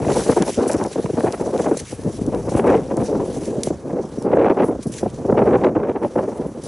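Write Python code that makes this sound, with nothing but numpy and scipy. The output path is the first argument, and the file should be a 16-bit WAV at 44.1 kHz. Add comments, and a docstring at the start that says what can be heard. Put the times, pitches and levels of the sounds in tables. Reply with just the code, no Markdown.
"""Wind roars in lumps at the microphone ports: noise bands driven by gusts, single eddies and random drifts.
A horse walks and scuffs through the sand of an outdoor arena: sparse clicks hiss in drags and crunches.
Pebbles tick (a click and a short noise rattle), a small bird gives one falling sine chirp,
and a faint noise floor stands for open country and the microphone."""
import sys
import numpy as np
from scipy import signal
from scipy.io import wavfile

SR = 44100
rng = np.random.default_rng(int(sys.argv[2]) if len(sys.argv) > 2 else 0)


def wrap_up_sound(samples):
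    """Save the sound to the file named by the first command line argument, as 16-bit audio."""
    columns = np.atleast_2d(samples).T
    # keep every value between -1 and 1, then stretch to whole-number steps
    tamed = np.clip(columns, -1, 1)
    steps = np.round(tamed * 32767).astype(np.int16)
    wavfile.write(sys.argv[1], SR, steps)


N = 294147

# gusts: (peak time [s], peak level [dB], rise [s], fall [s], treble tilt [dB/octave])
GUSTS = [(0.0, -14, .02, 0.041, 5.5), (0.2, -18, 0.32, 0.1, 10), (0.31, -17.5, 0.14, 0.084, 9.5),
         (0.428, -15.5, 0.066, 0.017, 16), (0.5, -9, 0.046, 0.013, 5), (0.589, -14.5, 0.023, 0.43, 4.5),
         (0.8, -21.5, 0.31, 0.053, 8.5), (0.97, -32.5, 0.0097, 0.33, 8), (1.27, -22.5, 0.26, .07, 6),
         (1.344, -20, 0.097, 0.011, 13.5), (1.41, -21, 0.047, 0.31, 4), (1.55, -18, 0.24, 0.22, 3),
         (1.73, -25.5, 0.49, 0.044, 7.5), (1.929, -25, 0.032, 0.011, -3), (2.06, -26.5, 0.082, 0.15, 0),
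         (2.34, -20.5, 0.18, 0.051, -5), (2.748, -11.5, 0.42, 0.07, 6.5), (3.03, -18, 0.3, 0.066, 2.5),
         (3.109, -17.5, 0.11, 0.11, 0.5), (3.24, -18.5, 0.19, 0.16, 1), (3.59, -24.5, 0.52, 0.2, -1),
         (3.71, -25, .14, 0.084, -1), (3.94, -22, 0.21, 0.17, 2), (4.045, -21, .15, 0.043, 1),
         (4.479, -8, 0.23, 0.088, 7), (4.61, -9.5, 0.081, 0.074, 5), (4.702, -21, 0.41, 0.08, 4),
         (5.069, -22, 0.13, .035, 3), (5.37, -14, 0.24, 0.15, -2), (5.55, -12.5, 0.37, 0.058, 4.5),
         (5.66, -10, 0.1, 0.086, 4), (5.82, -18.5, 0.052, 0.16, 3.5), (5.914, -13.5, 0.26, 0.015, 4),
         (6.059, -19, 0.16, 0.053, 1), (6.17, -11, 0.012, 0.084, 3.5), (6.215, -20, 0.11, 0.44, 3.5),
         (6.4, -34, 0.23, 0.053, -5), (6.55, -26.5, 0.065, 0.11, -6), (6.67, -26, 0.043, .02, -3)]
# single eddies: (time [s], relative peak level [dB], length in the bass [s], tilt [dB/octave])
EDDIES = [(0.066, -7, 0.015, -8), (0.083, -2, 0.053, 3), (0.157, -2, 0.03, 4), (0.293, 3, 0.014, -2),
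          (0.365, 0, 0.03, 6), (0.399, -7, 0.036, -8.5), (0.426, -5, 0.013, 10), (0.576, -8.5, 0.018, -12),
          (0.671, -3, 0.0043, 5), (0.699, -5.5, 0.016, 9), (0.736, -7.5, 0.037, -7), (0.87, -19, 0.013, 9),
          (0.959, -6.5, 0.014, 1), (0.981, -6.5, 0.027, -2), (1.044, -8.5, 0.0083, -15.5),
          (1.06, -13, 0.011, 15.5), (1.095, -8.5, 0.017, -1.5), (1.133, -16.5, 0.013, -16.5),
          (1.172, -2.5, 0.028, 3.5), (1.209, -7, 0.0073, 10), (1.238, -0.5, 0.019, -0.5),
          (1.462, -8, 0.013, 2), (1.593, -4.5, 0.023, 8.5), (1.658, -2.5, 0.028, 7.5),
          (1.665, -5.5, 0.046, 2.5), (1.713, -2, 0.019, 3.5), (1.769, -7.5, 0.0072, 1),
          (1.985, -23.5, 0.022, -18), (2.042, -21, 0.042, -17.5), (2.071, -10.5, 0.014, -11.5),
          (2.215, -12, 0.0094, -8), (2.278, -20.5, 0.012, -26), (2.321, -10, 0.057, 4.5),
          (2.549, -5, 0.015, -9), (2.595, -4.5, 0.012, 10.5), (2.645, -1, 0.019, 2),
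          (2.661, -4, 0.021, 6.5), (2.906, -8.5, 0.029, 8.5), (2.986, -8.5, 0.014, -12),
          (3.361, -14.5, 0.04, -3), (3.465, -13.5, 0.039, -8), (3.56, -13, 0.042, -11),
          (3.673, -2.5, 0.01, -1.5), (3.706, -4.5, 0.011, -1.5), (3.924, -13, 0.04, -5),
          (4.173, -16, 0.022, -8.5), (4.239, -9, 0.041, -1), (4.264, -5.5, 0.024, 2),
          (4.304, -4.5, 0.0096, -3), (4.332, 1.5, 0.021, 2), (4.369, 3.5, 0.015, 2.5), (4.41, -7, 0.027, 9),
          (4.507, -4.5, 0.032, 4), (4.599, -4, 0.024, 9.5), (4.679, -6, 0.039, 0.5),
          (4.79, -19.5, 0.013, -11), (4.855, -16.5, 0.031, -13), (4.892, -20, 0.03, -14),
          (5.03, -3, 0.016, -2.5), (5.062, -1.5, 0.012, -4), (5.176, -15.5, 0.035, -7),
          (5.288, -9.5, 0.016, -4), (5.325, 2.5, 0.011, -4), (5.369, -2.5, 0.054, 8),
          (5.416, -0.5, 0.021, 3.5), (5.469, -1, 0.028, 7), (5.544, 0, 0.033, 7), (5.638, -3, 0.025, 12.5),
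          (5.669, -0.5, 0.011, 5), (5.752, -1.5, 0.038, 4), (5.83, -20, 0.01, -1), (5.95, -8, 0.042, 6),
          (6.026, -7, 0.026, 6.5), (6.158, -2.5, 0.014, -0.5), (6.396, -16.5, 0.013, -10),
          (6.453, -10.5, 0.018, -5.5)]
# bass weight at a roar of -21.5 dB: (time [s], rise per octave downwards [dB/octave])
BASS_WEIGHT = [(0, 5.5), (0.6, -0.5), (1.4, 0.5), (1.9, 1), (2.3, 5.5), (2.7, 3), (3.2, 3), (3.9, 1),
               (4.8, 2), (5.5, 3.5), (6.0, 0.5), (6.67, 0.5)]
# roar spectrum: (frequency [Hz], relative density [dB/Hz])
ROAR_SPECTRUM = [(25, -40), (60, -16), (110, -6), (250, 2), (420, 5.5), (580, -1.5), (900, -16.5),
                 (1460, -36.5), (2200, -45.5), (3200, -65.5), (4500, -73.5), (6500, -80.5)]
# left-right balance of the wind: (time [s], left minus right [dB])
WIND_LEAN = [(0.0, 1.0), (1.73, 1), (2.13, 1.5), (3.94, 0.0), (6.67, 0)]
ROAR_CENTRE_HZ = 455
CALM_DB, CALM_TILT_DB_PER_OCTAVE = -43, -11   # the roar between gusts
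BASS_DB_PER_OCTAVE_PER_ROAR_DB = -0.35


def wind(lumps_db=5.5, fine_db=4.0, own_db=1.5, spiky_per_octave=0.19, crackle_db=2.0, eddy_db=-7):
    """Turbulence at the ports: gusts, single eddies and small lumps that swing wider in the treble."""
    gusts, calm = swells(GUSTS), from_db(CALM_DB) ** 2
    total = gusts.sum(axis=0) + calm
    roar_db = full_rate(10 * np.log10(total))
    # tilt averaged by power
    gust_tilts = np.array(GUSTS)[:, -1]
    treble = full_rate((gust_tilts @ gusts + CALM_TILT_DB_PER_OCTAVE * calm) / total)
    bass = in_time(BASS_WEIGHT)[0] + BASS_DB_PER_OCTAVE_PER_ROAR_DB * (roar_db + 21.5)
    lumps = lumps_db * drift(25.7) + fine_db * drift(66)
    crackle = crackle_db * np.clip(drift(230), -3, 1.8)   # smallest eddies, treble only

    def gain(hz):
        octaves = np.log2(hz / ROAR_CENTRE_HZ)
        up = np.clip(octaves, 0, 2.5)   # tilt stops growing in the top bands
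        db = roar_db + (treble * up if octaves > 0 else -bass * octaves)
        band_lumps = lumps * (0.5 + spiky_per_octave * up)
        power = from_db(db + band_lumps + own_db * drift(10.6)) ** 2
        for s, peak_db, length, tilt in EDDIES:
            length_s = np.clip(length / (1 + 0.14 * up), .004, .1)   # shorter in the treble
            band_db = peak_db + eddy_db + tilt * np.clip(octaves, -1, 2.5)
            bump = np.sqrt(np.hanning(int(length_s * SR))) * from_db(band_db)
            i = max(int((s - .005) * SR), 0)   # starts 5 ms early
            power[i:i + len(bump)] += bump[:N - i] ** 2
        return np.sqrt(power) * from_db(crackle * up)

    edges_hz = 24 * 2 ** np.arange(0, 8.3, .75)
    roar = bank(edges_hz, ROAR_SPECTRUM, rng.standard_normal((2, 2, N)), gain)
    lean_db, = in_time(WIND_LEAN)
    return roar * from_db(lean_db * [[.5], [-.5]])


# running hiss: (time [s], level [dB])
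SAND_LEVEL = [(0.0, -45), (0.8, -40.5), (1.26, -42), (2.4, -46.5), (3.6, -58.5), (4.23, -46.5), (4.27, -56),
              (4.68, -53), (5.05, -47.5), (5.26, -50.5), (5.66, -51), (5.7, -59.5), (6.0, -58),
              (6.04, -48.5), (6.58, -51.5), (6.67, -52)]
# a hoof drags through the sand: (peak time [s], peak level [dB], rise [s], fall [s])
DRAGS = [(0.17, -26.5, 0.19, 0.46), (0.37, -24, 0.087, 0.016), (0.48, -28.5, 0.061, 0.22),
         (0.69, -29.5, .05, 0.13), (0.93, -33.5, 0.023, 0.062), (1.32, -40.5, 0.083, 0.086),
         (1.61, -38, 0.25, .3), (1.8, -26, .04, 0.015), (1.91, -37.5, .22, 0.15), (2.17, -42.5, 0.3, 0.13),
         (2.58, -36.5, 0.13, 0.034), (2.71, -44.5, 0.24, 0.67), (2.97, -36.5, 0.013, .026),
         (3.07, -41, 0.11, .25), (3.36, -38.5, 0.48, 0.65), (3.66, -34.5, 0.063, 0.13),
         (4.83, -34.5, 0.014, .03), (4.96, -32, 0.053, .115), (6.66, -37, 0.057, .1)]
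# a hoof digs in: (time [s], relative peak level [dB], t60 [s], tilt [dB/octave])
CRUNCHES = [(0.0932, -33, 0.41, -13), (0.159, -38, 0.15, 8), (0.2994, -26, 0.15, -4),
            (0.4589, -26, 0.15, -6), (0.676, -18, 0.12, 4.5), (1.5768, -31, 0.14, 3),
            (1.7699, -15.5, 0.16, -4), (2.4917, -27, 0.36, -8.5), (2.5623, -20, 0.12, -10.5),
            (3.0304, -25, 0.11, -4), (3.6341, -19.5, 0.14, -5), (4.6379, -35.5, 0.41, -0.5),
            (4.8254, -30, 0.11, 7), (4.867, -26, 0.17, -1), (4.9187, -29, 0.15, 2),
            (4.9794, -25, 0.13, -11), (6.6335, -26.5, 0.6, 0)]
# sand spectrum: (frequency [Hz], relative density [dB/Hz])
GRIT_SPECTRUM = [(1200, -11), (1800, -11), (2600, -9), (3600, -5.5), (5000, -1.5), (6500, 4), (8500, 5),
                 (11500, 12.5)]
SAND_TILT_DB_PER_OCTAVE = -8   # at a level of -39.5 dB
SAND_TILT_PER_LEVEL_DB = 0.12


def sand(grains_per_s=9000, spread_db=2.5, patchy_db=2.0, crunch_db=-9):
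    """Countless grains click against each other: a running hiss with sudden crunches that die away."""
    drags = full_rate(swells(DRAGS).sum(axis=0))
    level_db = 10 * np.log10(from_db(in_time(SAND_LEVEL)[0]) ** 2 + drags)
    tilt = SAND_TILT_DB_PER_OCTAVE + SAND_TILT_PER_LEVEL_DB * (level_db + 39.5)
    shape = (2, 2, N)
    sizes = from_db(spread_db * np.minimum(rng.exponential(1, shape), 5)) * rng.choice([-1, 1], shape)
    grains = rms_one(sizes * (rng.random(shape) < grains_per_s / SR))
    clumps_db = patchy_db * drift(30)

    def gain(hz):
        octaves = np.log2(hz / 6500)
        power = from_db(level_db + tilt * octaves) ** 2
        for s, peak_db, t60, slope in CRUNCHES:
            i = int(s * SR)
            t = np.arange(min(int(.4 * SR), N - i)) / SR
            decay_db = peak_db + crunch_db + slope * octaves - 60 * t / max(t60, .02)
            tail = from_db(decay_db) * np.minimum(t / 0.0018, 1)   # 1.8 ms attack
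            power[i:i + len(t)] += tail ** 2
        return np.sqrt(power) * from_db(clumps_db + patchy_db * drift(9.6))

    return bank(1500 * 2 ** np.arange(0, 3.1, 1 / 3), GRIT_SPECTRUM, grains, gain)


# pebble ticks: (time [s], relative peak level [dB], tilt [dB/octave])
TICKS = [(0.4154, -26.5, 0), (0.4227, -5.5, 1), (0.479, -15, 4), (0.7153, -14, 11), (0.732, -15, 21),
         (0.7675, -23, 16), (0.839, -16, 3.5), (0.8638, -21, 5), (1.3241, -13.5, 2), (1.578, -21.5, -6),
         (2.2648, -22.5, 10), (2.3475, -24.5, 0), (2.9696, -18, 13), (3.456, -21, 5), (3.6341, -2, 2),
         (4.2242, -22.5, 7), (4.9394, -19, -3), (5.101, -29, 5)]


def ticks(t60_s=.015, rattle_db=-19, tick_db=2.0):
    """A pebble cracks: one sharp click, then a few milliseconds of dying rattle."""
    t = np.arange(int(.02 * SR)) / SR
    rattle = rng.standard_normal((len(TICKS), 2, len(t))) * from_db(rattle_db - 60 * t / t60_s)
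    rattle[:, 0, 0] = 1   # the click, mid only

    def gain(hz):
        out = np.zeros((2, N))
        for (s, peak_db, tilt), burst in zip(TICKS, rattle):
            i = int(s * SR)
            out[:, i:i + len(t)] += burst * from_db(peak_db + tick_db + tilt * np.log2(hz / 6500))
        return out

    spectrum = [(1200, -15), (3000, 13), (6000, 9.5), (11000, 8)]   # (frequency [Hz], density [dB/Hz])
    # constant sources of alternating polarity: gain is the signal
    return bank(1060 * 2 ** np.arange(0, 3.6, .5), spectrum, [1, -1], gain)


# chirp: (time [s], frequency [Hz], rms level [dB])
CHIRP = [(4.155, 6150, -70), (4.183, 5880, -56), (4.228, 5220, -57), (4.24, 5050, -63), (4.276, 4570, -63),
         (4.283, 4500, -80)]


def bird():
    """A falling sine whistle."""
    hz, db = in_time(CHIRP)
    t = np.arange(N) / SR
    on = (t > CHIRP[0][0]) & (t < CHIRP[-1][0])
    return np.sqrt(2) * on * from_db(db) * np.sin(2 * np.pi * np.cumsum(hz) / SR)


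# air spectrum: (frequency [Hz], relative density [dB/Hz])
AIR_SPECTRUM = [(600, 16), (1200, 18.5), (2000, 1), (3600, -32), (5000, -8), (6500, -1), (8500, -12),
                (11500, -10)]
AIR_DB = -50


def air():
    """Faint, nearly steady noise of open country and the microphone."""
    edges_hz = 600 * 2 ** np.arange(0, 4.6, .5)
    noise = rng.standard_normal((2, 2, N))
    return bank(edges_hz, AIR_SPECTRUM, noise, lambda hz: from_db(AIR_DB + 0.83 * drift(3)))


# stereo: (frequency [Hz], left-right likeness [0-1])
LIKENESS = [(30, 1), (125, 0.95), (500, 1), (1000, 0.96), (3000, 0.94), (9000, 0.86)]


def bank(edges_hz, spectrum, source, gain):
    """Band-passes on a mid and a side source, gain(hz) ahead of each; steady white at gain 1 gives rms near 1."""
    centres_hz = np.sqrt(edges_hz[1:] * edges_hz[:-1])
    weights = from_db(at_hz(spectrum, centres_hz))
    weights = weights / np.sqrt(np.sum(weights ** 2 * np.diff(edges_hz)) / (SR / 2))
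    out = 0
    for k, hz in enumerate(centres_hz):
        band = signal.butter(2, edges_hz[k:k + 2], "band", fs=SR, output="sos")
        steep_top = signal.butter(4, min(1.4 * edges_hz[k + 1], .45 * SR), fs=SR, output="sos")
        driven = source[k % 2] * gain(hz) + 1e-18   # neighbouring bands use different sources
        mid, side = weights[k] * signal.sosfilt(np.vstack([band, steep_top]), driven)
        alike = np.clip(at_hz(LIKENESS, hz), -1, 1)
        out = out + np.sqrt((1 + alike) / 2) * mid + np.sqrt((1 - alike) / 2) * side * [[1], [-1]]
    return out


SWING_DB, SWING_BEND = 22.5, 1   # loss over one rise or fall; a bend above 1 rounds the top


def swells(rows):
    """Power over time of each swell, falling away from its peak on both sides; every 32nd sample."""
    s, peak_db, rise, fall = np.transpose(rows)[:4, :, None]
    t = np.arange(0, N, 32) / SR - s
    away = np.where(t < 0, -t / np.maximum(rise, .005), t / np.maximum(fall, .005))
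    return from_db(peak_db - np.minimum(SWING_DB * away ** SWING_BEND, 90)) ** 2


def full_rate(coarse):
    """From every 32nd sample to all."""
    return np.interp(np.arange(N) / 32, np.arange(len(coarse)), coarse)


def drift(rate_hz):
    """Noise at every 20th sample through a double one-pole low-pass, run in; rms 1."""
    r = np.exp(-2 * np.pi * rate_hz * 20 / SR)
    noise = rng.standard_normal(N // 20 + 2002)
    slow = signal.lfilter([1], [1, -2 * r, r * r], noise)[2000:]
    return np.interp(np.arange(N) / 20, np.arange(len(slow)), rms_one(slow))


def in_time(rows):
    """Columns of a curve, sample by sample."""
    s, *columns = np.transpose(rows)
    return [np.interp(np.arange(N) / SR, s, c) for c in columns]


def at_hz(points, hz):
    """A spectrum read at a frequency, on a log axis."""
    point_hz, values = np.transpose(points)
    return np.interp(np.log(hz), np.log(point_hz), values)


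def from_db(db):
    """Decibels to gain."""
    return 10 ** (np.asarray(db) / 20)


def rms_one(x):
    """Scale to rms 1."""
    return x / np.sqrt(np.mean(x ** 2) + 1e-20)


def scene():
    """All sources together."""
    return wind() + sand() + ticks() + air() + bird()


PORT_HZ, PORT_WIDTH_HZ, PORT_DB = 5900, 600, -2   # port resonance, level of the added ring
CUTOFF_HZ = 11020


def record(dry):
    """The port rings a little, peaks are rounded, the top is cut."""
    ring = signal.lfilter(*signal.iirpeak(PORT_HZ, PORT_HZ / PORT_WIDTH_HZ, fs=SR), dry)
    rounded = 0.8 * np.tanh((dry + from_db(PORT_DB) * ring) / 0.96)
    low_pass = signal.ellip(12, .5, 65, CUTOFF_HZ, fs=SR, output="sos")
    return signal.sosfilt(low_pass, rounded)


dry = scene()
out = record(dry)
wrap_up_sound(out)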